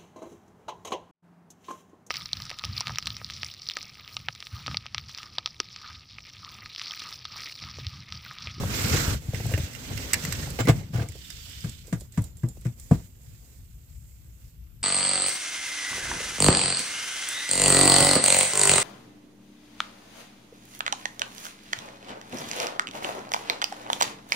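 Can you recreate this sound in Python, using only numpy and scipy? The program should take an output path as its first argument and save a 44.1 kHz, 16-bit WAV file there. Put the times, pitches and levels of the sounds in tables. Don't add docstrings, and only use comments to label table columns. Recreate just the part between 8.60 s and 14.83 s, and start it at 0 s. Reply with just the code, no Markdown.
import sys
import numpy as np
from scipy import signal
from scipy.fft import rfft, irfft, next_fast_len
from scipy.io import wavfile
from scipy.ndimage import uniform_filter1d, map_coordinates

SR = 44100
rng = np.random.default_rng(int(sys.argv[2]) if len(sys.argv) > 2 else 0)


def digitize_waveform(pressure):
    field = np.atleast_2d(pressure).T
    bounded = np.clip(field, -1, 1)
    quanta = np.round(bounded * 32767).astype(np.int16)
    wavfile.write(sys.argv[1], SR, quanta)


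def amplitude_ratio(level_db):
    exponent = np.asarray(level_db, float) / 20
    return 10 ** exponent


N = 274728
TIME = np.arange(N) / SR


def clock(seconds):
    return np.arange(int(SR * seconds)) / SR


def onset(t, rise_s):
    return 1 - np.exp(-t / rise_s)


def decay(t, t60):
    return amplitude_ratio(-60 * t / t60)


def unit(x):
    return x / np.sqrt(np.mean(x ** 2) + 1e-20)


def along(points, hz):
    f, v = np.transpose(points)
    return np.interp(np.log(hz + 1), np.log(f + 1), v)


def over_time(rows):
    return np.interp(TIME, *np.transpose(rows))


def wobble(rate):
    knots = rng.standard_normal(int(N * rate / SR) + 4)
    return map_coordinates(knots, [np.arange(N) * rate / SR])


def filtered(x, response):
    n = x.shape[-1]
    m = next_fast_len(n + 8192)
    return irfft(rfft(x, m) * response(np.fft.rfftfreq(m, 1 / SR)), m)[..., :n]


def coloured(x, spectrum):
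    return unit(filtered(x, lambda hz: amplitude_ratio(along(spectrum, hz))))


def low_cut(x, corner_hz):
    return filtered(x, lambda hz: hz ** 2 / (hz ** 2 + corner_hz ** 2))


def add(track, s, sound):
    part = track[..., round(s * SR):][..., :sound.shape[-1]]
    part += sound[..., :part.shape[-1]]


# frequency in Hz, left-right likeness from -1 to 1.
PORT_LIKENESS = [(60, 0.82), (150, 0.96), (380, 0.72), (950, -0.07), (2380, -0.066), (5980, -0.13),
                 (15000, -0.028)]


def rub(spectrum, patchy_db, grain_db, grain_rate):
    z = signal.stft(rng.standard_normal((2, N)), nperseg=512)[2]
    patches = uniform_filter1d(rng.standard_normal(z.shape[1:]), size=6, axis=0)
    patches = uniform_filter1d(patches, size=10, axis=1)
    pair = signal.istft(z * amplitude_ratio(patchy_db * unit(patches)), nperseg=512)[1][:, :N]
    pair = pair * amplitude_ratio(grain_db * wobble(grain_rate))

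    def blend(hz):
        turn = np.arccos(np.clip(along(PORT_LIKENESS, hz), -1, 1)) / 2
        return np.array([np.cos(turn), np.sin(turn)])

    mid, side = filtered(pair, blend)
    return coloured(np.array([mid + side, mid - side]), spectrum)


def ring(modes, t):
    out = 0
    for (hz, db, t60), change_db in zip(modes, 1.5 * rng.standard_normal(len(modes))):
        out = out + amplitude_ratio(db + change_db) * decay(t, t60) * np.sin(2 * np.pi * hz * t)
    return out


# frequency in Hz, width in Hz, level in dB.
TRIM_SHELL = [(304, 98, 9.5), (468, 39, 9), (666, 12, 13.5), (788, 24, -7.5), (970, 60, -12.5),
              (1157, 73, -12), (1450, 55, -6.5), (1640, 32, -11), (2075, 38, -3.5), (2200, 32, -21),
              (2590, 40, -29)]


def hollow(x):
    def shell(f):
        return sum(amplitude_ratio(db) * 1j * f * w / (c * c - f * f + 1j * f * w) for c, w, db in TRIM_SHELL)
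    return unit(filtered(x, shell))


def narrow(hz, width_hz):
    slow = rng.standard_normal((2, 2, len(hz)))
    slow = filtered(slow, lambda f: 1 / (1 + (f / width_hz) ** 2))
    phase = 2 * np.pi * np.cumsum(hz) / SR
    return unit(slow[0] * np.cos(phase) + slow[1] * np.sin(phase))


# frequency in Hz, t60 in seconds.
CABIN_T60 = [(100, 0.21), (1000, 0.12), (10000, 0.036)]


def cabin_echo(x):
    hz, t, z = signal.stft(rng.standard_normal((2, SR // 4)), SR, nperseg=256)
    tail = signal.istft(z * decay(t, along(CABIN_T60, hz)[:, None]), SR, nperseg=256)[1]
    return signal.fftconvolve(x, tail / np.linalg.norm(tail[0]), axes=1)[:, :N]


# frequency in Hz, level in dB per Hz.
HISS = [(1470, -50.5), (2500, -3), (5930, -20), (7560, -5.5), (9120, -10.5), (13800, 3.5), (14800, 4),
        (15700, -43), (16300, -61)]


def microphone_hiss():
    return amplitude_ratio(-65.5) * coloured(rng.standard_normal((2, N)), HISS)


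# frequency in Hz, level in dB per Hz.
CABIN_HUM = [(12, -53), (20, -28.5), (37, 0), (59, 4), (96, -5), (113, -5.5), (265, -33.5), (400, -60.5),
             (800, -120)]
STILL_AIR = [(250, -30.5), (320, 1), (409, -15.5), (1500, -16.5), (1950, -45), (3300, -90)]


def quiet_cabin():
    hum = amplitude_ratio(-44) * rub(CABIN_HUM, patchy_db=1.0, grain_db=-2.0, grain_rate=12) * amplitude_ratio([[.6], [-.6]])
    lean = np.clip((TIME - 5.95) / 0.16, 0, 1)
    hum = hum * amplitude_ratio(lean * [[3], [0]])
    return hum + amplitude_ratio(-77) * rub(STILL_AIR, patchy_db=2.5, grain_db=2.3, grain_rate=7.8)


STILL_DB = -45
SLEEVE_START_S, SLEEVE_END_S = 2.47, 3.25


def push_shake():
    out = 0
    for s, db, *_ in PUSHES[1:]:
        since = np.clip(TIME - s, 0, None)
        out = out + amplitude_ratio(db - 10) * decay(since, 0.21) * onset(since, 0.006)
    return out


# start in seconds, length in seconds, cloth in dB, fizz over it in dB.
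FIDGETS = [(0.599, 0.11, -57.5, 0), (0.713, 0.33, -46, -5), (3.25, 0.2, -67.5, 7.5),
           (3.511, 0.16, -61.5, 3.5), (3.748, 0.39, -70, 6.5), (4.158, 0.2, -67, 11),
           (4.296, 0.15, -65, 2.5), (4.424, 1.475, -86, 16.5), (4.59, 0.4, -72, 4.5),
           (5.264, 0.26, -97.5, 25.5), (5.788, 0.097, -78.5, 5)]


def fidgets():
    out = 0
    for s, length, db, fizz_db in FIDGETS:
        rise = np.clip((TIME - s) / 0.037, 0, 1)
        fall = np.exp(-np.clip(TIME - s - length, 0, None) / 0.028)
        out = out + amplitude_ratio([[db], [db + fizz_db]]) * rise * fall
    return out


# time in seconds, level in dB.
GRIP = [(0, -26), (.17, -33), (.36, -25.5), (.42, -29.5), (.53, -25), (.6, -42.5), (.9, -29.5),
        (1.0, -39.5), (1.25, -41), (1.36, -34.5), (1.6, -37.5), (1.92, -30.5), (2.04, -49.5), (2.16, -24.5),
        (2.3, -44.5), (2.67, -48), (3.25, -50), (6.23, -60.5)]
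# frequency in Hz, level in dB per Hz.
RUMBLE = [(12, -44.5), (20, -20.5), (37, -0.5), (64, 3.5), (81, 3), (122, 1), (189, -6.5), (400, -28),
          (520, -45), (880, -120)]


def grip_rumble():
    return (amplitude_ratio(over_time(GRIP)) + push_shake()) * rub(RUMBLE, patchy_db=1.0, grain_db=1.5, grain_rate=92)


# time in seconds, level in dB.
ARM = [(0, -41.5), (.08, -40), (.15, -33.5), (.36, -29.5), (0.543, -36), (0.611, -58.5), (1.1, -48.5),
       (1.36, -41.5), (1.84, -40), (1.9, -44.5), (2.2, -48.5), (2.23, -56), (2.315, -62), (2.342, -46.5),
       (2.47, -55.5), (2.67, -48.5), (3.04, -47.5), (3.22, -55), (3.4, -71.5)]
# frequency in Hz, level in dB per Hz.
SEAT_BODY = [(150, -23.5), (250, 2), (334, -7), (472, -5.5), (675, -11.5), (896, -13.5), (1300, -20.5),
             (1690, -51.5), (2860, -120)]


def seat_body():
    db = -51.5 + 0.4 * (over_time(GRIP) - STILL_DB) + 0.66 * (over_time(ARM) - STILL_DB)
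    clear = np.clip(TIME - SLEEVE_START_S, 0, .2) / 0.25 * (TIME < SLEEVE_END_S)
    strength = amplitude_ratio(db - 10.5 * clear) + amplitude_ratio(-5.0) * fidgets()[0] + amplitude_ratio(-15.5) * push_shake()
    return strength * rub(SEAT_BODY, patchy_db=1.0, grain_db=2.5, grain_rate=35)


# frequency in Hz, level in dB per Hz.
CLOTH = [(530, -3.5), (850, -10.5), (1150, -5), (1490, -1), (1760, -2.5), (2130, 0), (2350, -2.5),
         (4330, -4.5), (5240, -5), (6500, -7.5), (8450, -33), (14300, -120)]
SLEEVE = [(530, -55), (900, -33), (1380, -19.5), (2750, -14.5), (3040, -10), (3300, -13), (3520, -10),
          (3830, -15), (4990, -14), (6500, -20.5), (8450, -26), (14300, -120)]
# frequency in Hz, level in dB.
TUCKED = [(500, 0), (800, -7), (1200, -7.5), (1700, 0)]


def rubbing_cloth():
    from_ends = np.minimum(TIME - SLEEVE_START_S, SLEEVE_END_S - TIME)
    stroke = np.clip(from_ends / 0.012, 0, 1)
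    cloth = rub(CLOTH, patchy_db=1.3, grain_db=1.5, grain_rate=90) * np.sqrt(1 - stroke)
    cloth = cloth + rub(SLEEVE, patchy_db=1.0, grain_db=1.5, grain_rate=120) * np.sqrt(stroke)
    small = filtered(fidgets()[0] * cloth, lambda hz: amplitude_ratio(along(TUCKED, hz)))
    return amplitude_ratio(over_time(ARM)) * cloth + small


# frequency in Hz, level in dB per Hz.
FIZZ = [(2940, -46.5), (5000, -10), (5740, -13), (7170, -2), (8040, -2.5), (8660, -7.5), (9750, -12),
        (12400, -7.5), (15100, -5), (16000, -24), (16300, -43)]


def fibre_fizz():
    strength = amplitude_ratio(-49.5 + over_time(ARM) - STILL_DB) + fidgets()[1]
    return strength * rub(FIZZ, patchy_db=1.5, grain_db=1.0, grain_rate=170)


# time in seconds, level in dB, pitch in Hz.
FOLD = [
    (0.0, -41, 1182),
    (0.058, -43.5, 1369),
    (0.316, -39, 1360),
    (0.338, -33, 1432),
    (0.472, -33, 1366),
    (0.548, -38, 1445),
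    (0.58, -55, 1440),
]


def cloth_fold():
    out = np.zeros((2, N))
    s, db, hz = np.transpose(FOLD)
    t = np.arange(round(s[-1] * SR)) / SR
    fade = np.clip((s[-1] - t) / .03, 0, 1)
    add(out, 0, amplitude_ratio(np.interp(t, s, db) - 5.5) * fade * narrow(np.interp(t, s, hz), width_hz=240))
    return out


# start in seconds, level in dB, pitch in Hz, t60 in seconds.
CHIRPS = [(2.006, -34, 1460, 0.056), (2.053, -41, 2075, 0.27), (2.081, -35, 4600, 0.03),
          (2.232, -47.5, 2130, 0.038), (2.396, -33.5, 1610, 0.044), (2.421, -46, 2590, 0.06),
          (2.486, -42.5, 2200, 0.031), (2.64, -49, 3600, 0.19), (2.701, -47, 3630, 0.1),
          (2.702, -37, 4970, 0.033), (2.81, -48, 4720, 0.04), (3.004, -38.5, 4970, 0.04)]


def skin_chirps():
    out, t = np.zeros((2, N)), clock(1 / 4)
    for s, db, hz, t60 in CHIRPS:
        pair = narrow(np.full(len(t), hz), width_hz=90)
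        add(out, s, amplitude_ratio(db) * decay(t, t60) * onset(t, .003) * (pair[0] + 0.92 * pair))
    return out


# frequency in Hz, level in dB per Hz.
DULL = [(1000, -15.5), (1500, -11), (1950, 3.5), (2300, -7.5), (2750, 2.5), (3400, -16), (4500, -28.5)]
EDGE = [(6000, -32), (9000, 4.5), (14500, -11.5), (16000, -27.5)]


def plastic_tick(colour, db, hollow_db, edge_db, pan_db, t60):
    t = clock(1 / 4)
    noise = rng.standard_normal((3, len(t)))
    both = noise[0] + noise[1:]
    fade = decay(t, t60) * np.clip(t / .0012, 0, 1)

    def part(spectrum):
        return unit(coloured(both, spectrum) * fade) * np.sqrt(np.mean(fade ** 2))

    tick = part(colour) + amplitude_ratio(hollow_db + 13.0) * part(DULL) + amplitude_ratio(edge_db) * part(EDGE)
    return amplitude_ratio(db - 2.5) * tick * amplitude_ratio([[pan_db / 2 - 0.5], [-pan_db / 2 - 6.0]])


# frequency in Hz, level in dB per Hz.
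SNAP = [(1470, -25), (2500, -45), (3730, -20.5), (4070, -13), (5060, -10), (6930, -16.5), (7920, -0.5),
        (8700, -29), (12400, -14), (16300, -24.5)]
# start in seconds, peak in dB, hollow part in dB, left-right in dB.
SNAPS = [(0.7458, -37, -3, -24.5), (0.763, -46, 1.5, -11), (0.802, -48, -2.5, -22),
         (0.8655, -24.5, -26, -1), (0.908, -31.5, -13, -10.5), (0.938, -41, 12.5, -13.5),
         (0.9774, -40, 5.5, -6), (1.134, -42.5, -11.5, -27), (1.15, -43.5, -0.5, -27.5),
         (1.3746, -37.5, -5, -30.5), (1.512, -50, 1.5, -23.5), (1.6378, -26.5, -12.5, -11),
         (1.7272, -29.5, -12.5, 1), (2.005, -38.5, -8, 4), (2.52, -42.5, -11.5, -20.5),
         (2.7024, -28, -16, -10), (2.812, -56, -17.5, -6.5), (4.049, -57.5, -14.5, -44),
         (4.0674, -34.5, -13.5, 4.5)]


def trim_snaps():
    out = np.zeros((2, N))
    for s, db, hollow_db, pan_db in SNAPS:
        add(out, s, plastic_tick(SNAP, db, hollow_db, -22, pan_db, t60=0.014))
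    return out


# start in seconds, peak in dB, hollow part in dB, left-right in dB.
CRACKS = [
    (1.5325, -6.5, -16.5, -5.5),
    (1.54, -12.5, -9, -2.5),
    (1.65, -16, -16.5, 2.5),
    (1.724, -17.5, -16, -12),
]


def clip_cracks():
    out = np.zeros((2, N))
    for s, db, hollow_db, pan_db in CRACKS:
        add(out, s, plastic_tick(SNAP, db, hollow_db, -23, pan_db, t60=0.017))
    return out


# frequency in Hz, level in dB per Hz.
PEEL = [(1470, -27), (2500, -33), (3730, -8), (5060, -9.5), (6930, -6.5), (7920, 4.5), (9000, -18),
        (12400, -15), (16300, -21)]
# start in seconds, peak in dB, edge in dB, left-right in dB.
PEELS = [(1.9024, -33, -0.5, -5.5), (2.4864, -33.5, -11, -6), (2.644, -45, -17, -9), (2.848, -45, -5, -9),
         (2.896, -39.5, -15, -11), (3.005, -40, -10.5, -8), (3.0935, -31, -14, -6.5),
         (3.2693, -41.5, -10, -13), (3.399, -49.5, 3.5, -14), (3.4073, -34.5, -8.5, -5),
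         (3.5216, -41.5, -8.5, -10), (3.6191, -40.5, 2, -1), (3.64, -35, -2.5, -6.5), (3.769, -46, 1, -5.5),
         (3.886, -37.5, -1.5, -7.5), (4.0103, -43.5, -4, 3), (4.1973, -35.5, -4, -4.5)]


def fingertip_peels():
    out = np.zeros((2, N))
    for s, db, edge_db, pan_db in PEELS:
        add(out, s, plastic_tick(PEEL, db, -34, edge_db, pan_db, t60=0.026))
    return out


# start in seconds, level in dB, pitch in Hz, t60 in seconds.
CLIP_RINGS = [(2.004, -35, 7380, 0.11), (2.085, -36, 7300, 0.14), (2.095, -37, 7800, 0.11),
              (2.487, -55, 7300, 0.28), (1.5335, -8, 7920, 0.024), (1.5405, -28, 7950, 0.021),
              (3.408, -58, 7000, 0.13), (3.640, -53.5, 7160, 0.36), (3.769, -57, 7400, 0.22),
              (3.887, -47.5, 7210, 0.15), (4.198, -53, 7280, 0.13)]


def clip_rings():
    out, t = np.zeros((2, N)), clock(1 / 4)
    for s, db, hz, t60 in CLIP_RINGS:
        add(out, s, amplitude_ratio(db) * ring([(hz, 0, t60)], t) * onset(t, 0.0023))
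    return out


# start in seconds, peak in dB, pitch in Hz, t60 in seconds.
BUMPS = [(0.003, -15, 85, 0.045), (0.038, -14, 96.5, 0.094), (0.214, -17, 107, 0.072),
         (0.243, -6.5, 98, 0.038), (0.31, -12.5, 110.5, 0.06), (0.334, -12, 115, 0.092),
         (0.401, -15.5, 120, 0.053), (0.474, -13.5, 81, 0.1), (0.508, -16.5, 101, 0.079),
         (0.539, -18.5, 70.5, 0.2), (0.686, -8.5, 103, 0.044), (0.738, -9.5, 107, 0.035),
         (0.778, -22, 87, 0.037), (0.80, -19, 123, 0.074), (0.845, -13, 143, 0.031), (0.861, -10, 88, 0.04),
         (0.895, -15, 95, 0.05), (0.937, -6, 88.4, 0.072), (0.977, -22, 115, 0.13),
         (0.998, -9.5, 95, 0.046), (1.033, -13.5, 77, 0.069), (1.305, -28.5, 98, 0.2),
         (1.638, -15.5, 150, 0.046), (1.677, -19, 173, 0.053), (1.824, -19, 95, 0.1),
         (1.897, -31, 137, 0.092), (2.034, -29.5, 135, 0.33), (2.05, -16.5, 166, 0.063),
         (2.114, -14, 121.6, 0.086), (2.104, -12, 146, 0.043), (2.303, -20.5, 153, 0.04),
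         (2.333, -18.5, 132, 0.058), (2.349, -10, 115, 0.091), (2.381, -11, 108, 0.062),
         (2.408, -8, 108, 0.047), (2.436, -18.5, 120, 0.09), (2.488, -28.5, 86.8, 0.22),
         (4.3444, -17, 135, 0.041), (6.217, -39.5, 80, 0.3), (3.28, -49, 108, 0.03),
         (3.412, -28.5, 79, 0.12)]


def bumps():
    out, t = np.zeros(N), clock(1 / 3)
    for s, db, hz, t60 in BUMPS:
        thud = decay(t, t60) * onset(t, 0.0025) ** 2 * np.sin(2 * np.pi * hz * t)
        add(out, s, -amplitude_ratio(db + 1.5) * thud)
    return out


# start in seconds, peak in dB, pitch in Hz.
KNUCKLES = [(0.002, -25.5, 522), (0.032, -20, 550), (0.615, -33.5, 280), (0.799, -27.5, 400),
            (0.915, -17, 322), (2.551, -30.5, 302), (2.86, -44.5, 600), (0.733, -23, 361),
            (0.745, -37.5, 500), (0.852, -26.5, 450), (0.892, -28.5, 400), (0.933, -21, 297),
            (0.975, -16, 300), (1.305, -36, 330), (1.87, -25, 412), (2.05, -20.5, 280), (2.111, -28.5, 300),
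            (2.438, -33.5, 378), (2.49, -32.5, 299), (3.279, -34, 290.5), (3.409, -32.5, 300),
            (3.445, -47, 490), (3.655, -51.5, 540), (3.968, -37.5, 232)]


def knuckles():
    out, t = np.zeros(N), clock(1 / 3)
    padded = [(s, db - 26, 300) for s, db, *_ in BUMPS]
    for s, db, hz in list(KNUCKLES) + padded:
        spectrum = [(hz / 2, -36.0), (hz, -1), (2 * hz, -6.0), (4 * hz, -28)]
        dull = coloured(rng.standard_normal(len(t)), spectrum)
        add(out, s, amplitude_ratio(db - 7) * decay(t, 0.056) * onset(t, 0.0051) * dull)
    return out


# start in seconds, peak in dB, final pitch in Hz, extra pitch at first
THUNKS = [(0.036, -29, 527, 0.5), (0.735, -27, 397, 0.5), (0.800, -30.5, 330, 1.2), (0.855, -30, 347, 1.8),
          (0.893, -32, 320, 1.2), (0.914, -27.5, 320, 1.4), (0.937, -31, 350, 1.4), (0.975, -26, 330, 1.4),
          (2.0887, -9.5, 135, 0.1), (2.101, -17.5, 330, 0.5), (3.970, -38.5, 240, 2.2),
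          (4.3112, -18.5, 500, 0.8)]


def thunks():
    out, t = np.zeros(N), clock(1 / 10)
    sag_s = 0.004
    for s, db, hz, extra in THUNKS:
        turns = hz * (t + extra * sag_s * onset(t, sag_s))
        add(out, s, -amplitude_ratio(db) * decay(t, 0.035) * onset(t, 0.0014) * np.sin(2 * np.pi * turns))
    return out


# frequency in Hz, level in dB, t60 in seconds.
PANEL = [(77, -2, 0.061), (115, -1, 0.15), (135, -28, 0.034), (215, -14, 0.13), (312.6, -18, 0.13)]
# frequency in Hz, level in dB per Hz.
GRIT = [(700, -18), (1500, 0), (3000, -7), (5000, -10), (7500, -14.5), (10000, -37), (16000, -11)]
# start in seconds, length in seconds, boom in dB, rasp in dB, grit in dB.
SCRAPES = [
    (1.988, 0.019, -48.5, -24, -39.5),
    (2.002, 0.0057, -57, -37, -34.5),
    (2.07, 0.021, -50.5, -22.5, -44.5),
    (2.084, 0.013, -48, -17, -45),
    (2.089, 0.0086, -62, -29.5, -38),
    (2.329, .1, -55, -36.5, -48),
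    (2.423, 0.043, -50.5, -48.5, -67),
    (4.323, 0.027, -66, -59.5, -49),
]


def scrapes():
    out, t = np.zeros((2, N)), clock(1 / 3)
    for s, length, boom_db, rasp_db, grit_db in SCRAPES:
        stroke = np.minimum(1, decay(t - length, 0.084)) * np.clip(t / (.12 * length), 0, 1)
        boom = signal.fftconvolve(stroke * rng.standard_normal(len(t)), ring(PANEL, t))[:len(t)]
        jumps_db = 3 * np.repeat(rng.standard_normal(len(t)), 90)[:len(t)]
        slips = rng.standard_normal((2, len(t))) * amplitude_ratio(jumps_db)
        rasp = amplitude_ratio(rasp_db) * hollow(slips) + amplitude_ratio(grit_db) * coloured(slips, GRIT)
        add(out, s, amplitude_ratio(boom_db) * np.sqrt(t[-1] / length) * unit(boom) + rasp * stroke)
    return out


# start in seconds, peak in dB, push pitch in Hz, ring in dB, ring pitch in Hz.
PUSHES = [
    (2.0898, -6.5, 139, -13.5, 130.8),
    (3.0418, -19.5, 152, 1.5, 119.2),
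    (3.324, -15, 168, -3, 115),
    (3.5752, -10, 150.3, -5, 104),
    (3.833, -17, 139, 4.5, 122.6),
    (4.0551, -20.5, 135, 3.5, 122.5),
    (4.3109, -3.5, 158.2, -21, 122),
]


def booms():
    out, t = np.zeros(N), clock(1 / 3)
    push_s = 0.0028
    for s, db, hz, ring_db, ring_hz in PUSHES:
        swell = (t / push_s) ** 3 * np.exp(-t / push_s)
        blow = -np.sin(2 * np.pi * hz * t) * swell / swell.max()
        blow = blow - .5 * amplitude_ratio(db) * blow ** 2
        tail = -ring(PANEL, t * ring_hz / PANEL[1][0]) * onset(t, 2 * push_s) ** 2
        add(out, s, amplitude_ratio(db) * (blow + amplitude_ratio(ring_db + 3) * tail))
    return out


# frequency in Hz, level in dB, t60 in seconds.
TRIM = [(240, 4, 0.06), (330, -11, 0.056), (450, -5, 0.036), (675, -7.5, 0.06), (980, -13, 0.056),
        (1173, -16.5, 0.048), (1632, -11.5, 0.03), (2046, -20, 0.063), (2190, -32, 0.036)]
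# frequency in Hz, level in dB per Hz.
SKIN = [(800, -12), (1600, 3.5), (3000, -9.5), (5000, -14), (7500, -6), (10000, -16.5), (16000, -25.5)]
# start in seconds, knock in dB, skin in dB, ring in dB, ring tilt in dB per
TAPS = [
    (1.99, -42, -49, -30, 7),
    (2.0756, -12, -41, -16, 4),
    (3.04, -35.5, -37, -45, 2),
    (3.326, -31, -32.5, -27.5, 3.5),
    (3.574, -30, -34.5, -27, 4),
    (3.833, -33, -48.5, -31.5, 3.5),
    (4.053, -30.5, -41.5, -37, 1),
    (4.311, -14, -37.5, -15, -6.5),
]


def taps():
    out, t = np.zeros((2, N)), clock(1 / 3)
    for s, knock_db, skin_db, ring_db, tilt_db in TAPS:
        noise = rng.standard_normal((4, len(t)))
        struck = -hollow(np.exp(-((t - .0011) / 0.00037) ** 2))
        rattle = hollow(noise[0] + 7.1 * noise[:2]) * decay(t, 0.07) * onset(t, 0.00074)
        knock = filtered(amplitude_ratio(-32.0) * struck + amplitude_ratio(-2) * rattle, lambda hz: (900 / (900 + 1j * hz)) ** 2)
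        modes = []
        for hz, db, t60 in TRIM:
            detune = 1 + 0.02 * rng.standard_normal()
            modes.append((hz * detune, db + tilt_db * np.log2(hz / 500), t60))
        ringing = -ring(modes, t) * onset(t, 0.0033)
        skin = coloured(noise[2:], SKIN) * decay(t, 0.1) * onset(t, 0.00054)
        add(out, s, amplitude_ratio(knock_db) * knock + amplitude_ratio(ring_db) * ringing + amplitude_ratio(skin_db - 2.0) * skin)
    return out


def scene():
    panel = taps() + booms() + scrapes()
    panel = panel + amplitude_ratio(-10.0) * low_cut(cabin_echo(panel), 400)
    ticks = trim_snaps() + clip_cracks() + fingertip_peels() + clip_rings()
    panel = panel + ticks + amplitude_ratio(-5.0) * cabin_echo(ticks)
    mid, side = (panel[0] + panel[1]) / 2, (panel[0] - panel[1]) / 2
    side = low_cut(side, 450)
    panel = np.array([mid + side, mid - side])
    background = quiet_cabin() + microphone_hiss()
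    handling = grip_rumble() + seat_body() + rubbing_cloth() + fibre_fizz()
    contacts = bumps() + knuckles() + thunks() + skin_chirps() + cloth_fold()
    return background + handling + contacts + panel


def roll_off(x):
    return signal.sosfilt(signal.butter(12, 16660, fs=SR, output="sos"), x)


# frequency in Hz, left-right in dB.
PORTS = [(60, 1), (130, 2.5), (290, 0), (640, 0), (1410, -1.5), (3100, -6.5), (6820, -11.5), (15000, -1.5)]


def record(dry):
    def microphone(hz):
        ports = amplitude_ratio(along(PORTS, hz) / 2 * np.array([[1], [-1]]))
        bass_cut = (1j * hz / (45 + 1j * hz)) ** 2
        return ports * bass_cut * (hz < 16250)

    mix = filtered(dry, microphone)
    return roll_off(mix)


dry = scene()
out = record(dry)
digitize_waveform(out)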